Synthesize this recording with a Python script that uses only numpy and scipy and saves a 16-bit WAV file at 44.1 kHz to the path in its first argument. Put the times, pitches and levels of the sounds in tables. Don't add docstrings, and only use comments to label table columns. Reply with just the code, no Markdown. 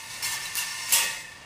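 import sys
import numpy as np
from scipy import signal
from scipy.fft import rfft, irfft, next_fast_len
from scipy.io import wavfile
from scipy.ndimage import uniform_filter1d, map_coordinates

SR = 44100
rng = np.random.default_rng(int(sys.argv[2]) if len(sys.argv) > 2 else 0)


def volts(x):
    e = np.asarray(x, float) / 20
    return 10 ** e


def unload_wav(signal):
    wavfile.write(
        sys.argv[1],
        SR,
        np.round(np.clip(np.atleast_2d(signal).T, -1, 1) * 32767).astype(np.int16),
    )


N = 63945

# [t/s, level/dB]
ROLL_FORCE = [(0, -42), (.095, -42), (.105, -38), (.22, -40.5), (0.362, -41), (.415, -54), (0.431, -38.5),
              (.53, -41), (.56, -35), (.66, -36.5), (.78, -37), (.87, -37), (.915, -31.5), (1.05, -33.5),
              (1.22, -46.5), (1.26, -48), (1.45, -53)]
# [f/Hz, level/dB per Hz]
ROLL_COLOUR = [(300, -30.5), (700, -23), (1000, -13.5), (1300, -20.5), (2200, -7), (9000, -12),
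               (12000, -20), (15500, -24.5)]
# [f/Hz, level/dB, t60/s]
FRAME_NOTES = [(893, -11, 0.77), (929, -6.5, 0.12), (1038, -7.5, 0.42), (1148.3, -8.5, 1),
               (1441, -11, 0.19), (1837.5, -7, 0.96), (1869, -8.5, 1), (1933, -23, 0.69),
               (2017, -16.5, 0.31), (2124, -7, 0.7), (2267, -10, 0.2), (2568, -6, 0.53), (2564, -30, 0.18)]
WIRE_NOTES = [(2660, 6.5, 0.12), (2756, 8, 0.42), (2860, 6, 0.83), (2880, -14, 0.39), (3385, -3, 0.95),
              (4510, -8, 0.15), (5660, -20, 0.56), (5410, 7, 0.1), (5080, 5, 0.39), (5945, 9, 0.16),
              (7650, 6.5, .4), (7846, -9, .3), (7600, -4, 0.57), (8300, -7, 0.17)]
FRAME_DB, WIRES_DB = -6, -8.5
LINGER_DB = 4
DULL_HZ, DULL_FROM_DB, DULL_RATE = 6000, -46.5, 1

# [f/Hz, level/dB per Hz]
RUMBLE_COLOUR = [(12, -42), (20, -15), (129, 1.5), (162, -6.5), (370, -8.5), (414, -10.5), (600, -7),
                 (780, -24), (1320, -120)]
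# [f/Hz, level/dB per Hz]
ROOM_COLOUR = [(700, -6), (1200, -10), (3000, -12.5), (8000, -34), (16000, -56)]
# [f/Hz, level/dB, t60/s]
HUM_NOTES = [(101, -3.5, 0.29), (119.7, -5, 0.38), (162, -2, 0.18), (199.7, -3.5, 0.25)]
RUMBLE_DB, HUM_DB = -53, -62.5

# [t/s, level/dB, beat depth/0-1]
BAR_PATH = [(0, -53, .6), (0.239, -52, .5), (.265, -40, .3), (.31, -40.5, .3), (.335, -41.5, 0.98),
            (.45, -43.5, 1), (.53, -47.5, 1), (.62, -40.5, 0.8), (.74, -43, 0.74), (.86, -53.5, 0.94),
            (.95, -60, .5), (1.04, -40, .4), (1.11, -41.5, 0.8), (1.15, -55, 0.6), (1.3, -47.5, 0.7),
            (1.36, -56, .8), (1.45, -64, .8)]
BAR_HZ, BEAT_HZ, BEAT_PEAK_S = 1785.5, 26.2, .41

# [t/s, level/dB, share heard at once/0-1, hold/s, t60/s]
CLACKS = [
    (.2245, -29.5, 1, 0.035, 0.79),
    (.5675, -28, 0.94, 0.019, 0.26),
    (.9222, -19.5, 0.95, 0.018, 0.41),
]
# [f/Hz, level/dB, t60/s]
RING_1 = [(903, -14, 0.99), (954, -12, 0.51), (1039, -11, 0.37), (2135, -5.5, 0.9), (2210, -13, 0.24),
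          (2813, -7, 1), (4620, -7, 0.2), (4710, -7, 0.17), (5445, -3, 0.1), (6100, -6, 0.41),
          (7610, -3, 0.38), (9230, -3, 0.63)]
RING_2 = [(989, -6, 0.25), (1422, -9, 0.15), (2640, -12, 0.38), (2840, -5, 0.21), (3440, -11, 0.33),
          (4770, -5, 0.12), (6000, -11, 0.36), (6300, -14, 0.28), (9200, -14, 0.15)]
RING_3 = [(573, -13, 0.31), (930, -5, 0.58), (1869, -5.5, 2), (1926, -8.5, 0.95), (2118, -4.5, 0.76),
          (2568, -5, 1.06), (2800, -2, 0.6), (3417, -7, 0.82), (5235, -6.5, 0.64), (5790, -2, 0.33),
          (7540, 1, 0.19), (7730, 1, 0.42), (8300, -2, 0.46), (8310, -3.5, 0.53)]
RING_DB = [-34, -32, -29]
# [f/Hz, level/dB per Hz]
RATTLE_1 = [(650, -24.5), (950, -11), (1300, -15.5), (2200, -8), (5430, -6), (10000, -7.5), (13800, -12.5),
            (16000, -10)]
RATTLE_2 = [(400, -32.5), (1010, -20), (2000, -15), (2750, -13), (4000, -9.5), (9000, -6), (13500, -7.5),
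            (15500, -13)]
RATTLE_3 = [(200, -15), (300, -23.5), (520, -8), (760, -13), (1230, -9), (2500, -2), (7830, 1), (13800, 0),
            (16000, -4.5)]
# [f/Hz, share of its t60]
LASTS = [(300, 2.67), (2000, 1.9), (6000, 1.33), (15000, 0.82)]
RISE_S, RATTLE_SWAY_DB = 0.019, .5
# [f/Hz, level/dB per Hz]
TICK_COLOUR = [(1000, -30), (4500, -22), (6000, -6), (11000, 0), (13000, -5), (16000, -5)]
TICK_T60_S = .0032
# [t/s, peak level/dB]
TAPS = [
    (.2245, -23),
    (.4254, -27),
    (.5541, -8.5),
    (.5546, -10),
    (.561, -18),
    (.568, -28),
    (.5755, -21),
    (.9232, -11),
    (.9290, -13),
    (.9378, -11),
]

HIGH_HZ, MID_HZ = 5442, 2765
# [middle t/s, f/Hz, level/dB, half length/s]
SINGS = [(0.234, 2300, -41.5, 0.0074), (.237, 938, -39, 0.0047), (.238, HIGH_HZ, -35.5, 0.012),
         (0.249, 4250, -39, .006), (0.265, 2740, -38, .006), (0.275, 1008, -38, 0.0041),
         (0.313, 930, -46, 0.01), (0.341, 940, -40.5, 0.01), (0.357, HIGH_HZ, -39, 0.0076),
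         (0.432, HIGH_HZ, -38.5, 0.0071), (0.463, 3980, -40, 0.0076), (.584, MID_HZ, -31.5, 0.0077),
         (.606, MID_HZ, -35.5, .009), (.626, MID_HZ, -35.5, 0.0082), (.586, 4800, -38, .004),
         (0.685, HIGH_HZ, -41, .01), (.722, HIGH_HZ, -41.5, .017), (0.786, 2747, -42, 0.014),
         (0.798, HIGH_HZ, -43, 0.008), (0.834, HIGH_HZ, -39.5, .012), (0.877, MID_HZ, -43, 0.011),
         (0.869, HIGH_HZ, -40, .012), (0.938, 7510, -25, 0.0059), (0.948, 5380, -30, 0.0053),
         (0.996, 8220, -29, 0.0091), (1.058, 2795, -38, 0.022), (0.966, 619, -45.5, .012),
         (1.004, 2800, -33, .012), (0.936, 2700, -29, 0.0034), (1.213, 7920, -50, 0.014),
         (1.187, 2078, -48.5, 0.057), (1.26, 1870, -50, .04), (1.296, 2730, -58, 0.015),
         (1.385, 1817, -56, 0.062), (1.44, 2810, -54, .02)]

# [t/s, lowest f/Hz, highest f/Hz, level/dB]
PUFFS = [
    (0.239, 9500, 11100, -42),
    (0.354, 7550, 9000, -40.5),
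]
PUFF_S = 0.01

# [t/s, level/dB, length/s]
SCRAPES = [
    (0.332, -37, 0.031),
    (0.458, -43, 0.023),
    (0.561, -36, 0.006),
    (0.905, -34, 0.021),
    (.9245, -29, .002),
    (0.937, -25, 0.0089),
    (.975, -28, 0.022),
    (1.21, -50, 0.013),
]
# [f/Hz, level/dB per Hz]
SCRAPE_COLOUR = [(2000, -32), (6000, 4.5), (12000, -1), (16000, -3)]

TOP_HZ, BURST_TOP_HZ = 15400, 16400
BURST_JUMP_DB = 9


def unit(x):
    return x / np.sqrt(np.mean(x ** 2) + 1e-20)


def along(points, hz):
    f, v = np.transpose(points)
    return np.interp(np.log(hz + 1), np.log(f + 1), v)


def filtered(x, response):
    m = next_fast_len(len(x) + 2 * SR)
    spectrum = rfft(x, m) * response(np.fft.rfftfreq(m, 1 / SR))
    return irfft(spectrum, m)[:len(x)]


def wobble(rate, n):
    points = rng.standard_normal(int(n * rate / SR) + 4)
    return map_coordinates(points, [np.arange(n) * rate / SR])


def modes(table):
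    def response(f):
        total = 0
        for k, (hz, db, t60) in enumerate(table):
            width = np.log(1000) / np.pi / np.clip(t60, .02, 3)
            peak = 1j * f * np.sqrt(width) / (hz * hz - f * f + 1j * f * width)
            total = total + (-1) ** k * volts(db) * peak
        return total
    return response


def mesh(n, colour, width_hz, depth_db, grit_db):
    grit = rng.standard_normal(n) * volts(grit_db * wobble(900, n))
    comb = rng.standard_normal(int(SR / 2 / 25) + 4)

    def response(f):
        place = np.minimum(f / max(width_hz, 25), len(comb) - 1)
        lines = map_coordinates(comb, [place])
        return volts(along(colour, f) + depth_db * lines)
    return unit(filtered(grit, response))


def rolling():
    s, db = np.transpose(ROLL_FORCE)
    t = np.arange(-SR // 2, N) / SR
    force_db = np.interp(t, s, db)
    force = volts(force_db + 0.54 * wobble(25.26, len(t)))
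    hiss = mesh(len(t), ROLL_COLOUR, width_hz=40, depth_db=3.5, grit_db=1.0) * force
    treble = filtered(hiss, lambda f: 1 / (1 + (DULL_HZ / (f + 1)) ** 4))
    hiss = hiss - treble * (1 - volts(DULL_RATE * np.minimum(force_db - DULL_FROM_DB, 0)))
    push = force * np.where(t < 0, volts(LINGER_DB), 1)
    sing = 0
    for table, level in ((FRAME_NOTES, FRAME_DB), (WIRE_NOTES, WIRES_DB)):
        noise = rng.standard_normal(len(t))
        scale = volts(level) / np.std(filtered(noise, modes(table)))
        sing = sing + scale * filtered(noise * push, modes(table))
    return (hiss + sing)[-N:]


def bar():
    s, db, beat = np.transpose(BAR_PATH)
    t = np.arange(N) / SR
    depth = np.clip(np.interp(t, s, beat) + 0.059 * wobble(7.9, N), 0, 1.1)
    throb = 1 + depth * np.cos(2 * np.pi * BEAT_HZ * (t - BEAT_PEAK_S) + 0.47 * wobble(4.95, N))
    level = volts(np.interp(t, s, db) + 1.1 * wobble(14.2, N))
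    note = np.sqrt(2) * np.sin(2 * np.pi * BAR_HZ * t + 0.39 * wobble(9.1, N))
    return level * throb * note


def rumble():
    colour = [(5, -30)] + RUMBLE_COLOUR[1:-2] + ROOM_COLOUR
    low = filtered(rng.standard_normal(N), lambda f: volts(along(colour, f)))
    hum = filtered(rng.standard_normal(N + SR), modes(HUM_NOTES))[SR:]
    return volts(RUMBLE_DB + 2.7 * wobble(5.5, N)) * unit(low) + volts(HUM_DB) * unit(hum)


def tick(db):
    t = np.arange(SR // 50) / SR
    noise = filtered(rng.standard_normal(len(t)), lambda f: volts(along(TICK_COLOUR, f)))
    click = volts(-60 * t / TICK_T60_S) * noise
    return volts(db) * click / np.abs(click).max()


def rattle(colour, hold, t60):
    noise = mesh(SR, colour, width_hz=35, depth_db=4.0, grit_db=1.5)
    hz, when, z = signal.stft(noise, SR, nperseg=256)
    lasts = along(LASTS, hz)[:, None]
    fade_db = -60 * np.maximum(when - hold * lasts ** 2, 0) / (t60 * lasts)
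    return signal.istft(z * volts(fade_db), SR, nperseg=256)[1][:SR]


def ringing(table, hold):
    t = np.arange(SR) / SR
    total = 0
    for f, level, t60 in table:
        fade_db = -60 * np.maximum(t - hold, 0) / min(t60, 1.3)
        strength = volts(level + fade_db + 2.4 * wobble(33.2, SR))
        total = total + strength * np.sin(2 * np.pi * (f * t + rng.random()))
    return total


def clacks():
    out, t = np.zeros(N + SR), np.arange(SR) / SR
    colours, rings = (RATTLE_1, RATTLE_2, RATTLE_3), (RING_1, RING_2, RING_3)
    for (s, db, jump, hold, t60), colour, table, ring_db in zip(CLACKS, colours, rings, RING_DB):
        late = np.exp(-t / RISE_S)
        level = volts(db + RATTLE_SWAY_DB * wobble(52.3, SR))
        shake = level * rattle(colour, hold, t60) * (1 - (1 - jump) * late)
        ring = volts(ring_db) * ringing(table, hold) * (1 - late)
        start = round(s * SR)
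        out[start:][:SR] += (shake + ring)[:len(out) - start]
    for s, db in TAPS:
        out[round(s * SR):][:SR // 50] += tick(db)
    return out[:N]


def singing():
    t = np.arange(N) / SR
    total = 0
    for s, hz, db, half in SINGS:
        swell = volts(db) * np.exp(-((t - s) / half) ** 4 / 2)
        rough = volts(2.5 * wobble(130, N)) * np.exp(.9j * wobble(150, N))
        total = total + swell * np.sqrt(2) * np.real(rough * np.exp(2j * np.pi * hz * t))
    return total


def puffs():
    t = np.arange(N) / SR
    total = 0
    for s, low, high, db in PUFFS:
        band = filtered(rng.standard_normal(N), lambda f: (f > low) * (f < high))
        total = total + volts(db) * np.exp(-((t - s) / PUFF_S) ** 2) * unit(band)
    return total


def scrapes():
    t = np.arange(N) / SR
    swell = sum(volts(db) * np.exp(-((t - s) / length) ** 2) for s, db, length in SCRAPES)
    return swell * mesh(N, SCRAPE_COLOUR, width_hz=60, depth_db=3, grit_db=1.5)


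def scene():
    mono = rolling() + bar() + clacks() + scrapes() + rumble() + singing()
    return np.tile(mono, (2, 1))


def roll_off(x):
    return signal.sosfilt(signal.butter(12, 16500, fs=SR, output="sos"), x)


def record(dry):
    mono = dry[0]
    top = filtered(mono, lambda f: (f >= TOP_HZ) * (f < BURST_TOP_HZ))
    now = np.abs(uniform_filter1d(top ** 2, size=128))
    before = np.roll(np.abs(uniform_filter1d(top ** 2, size=512)), 400)
    burst = 1. * (now > before * volts(2 * BURST_JUMP_DB))
    gate = np.minimum(1, 4 * uniform_filter1d(burst, size=600))
    middle = filtered(mono, lambda f: f < TOP_HZ) + volts(-20) * gate * top
    mix = middle + np.array([[1], [-1]]) * puffs()
    return roll_off(mix)


dry = scene()
out = record(dry)
unload_wav(out)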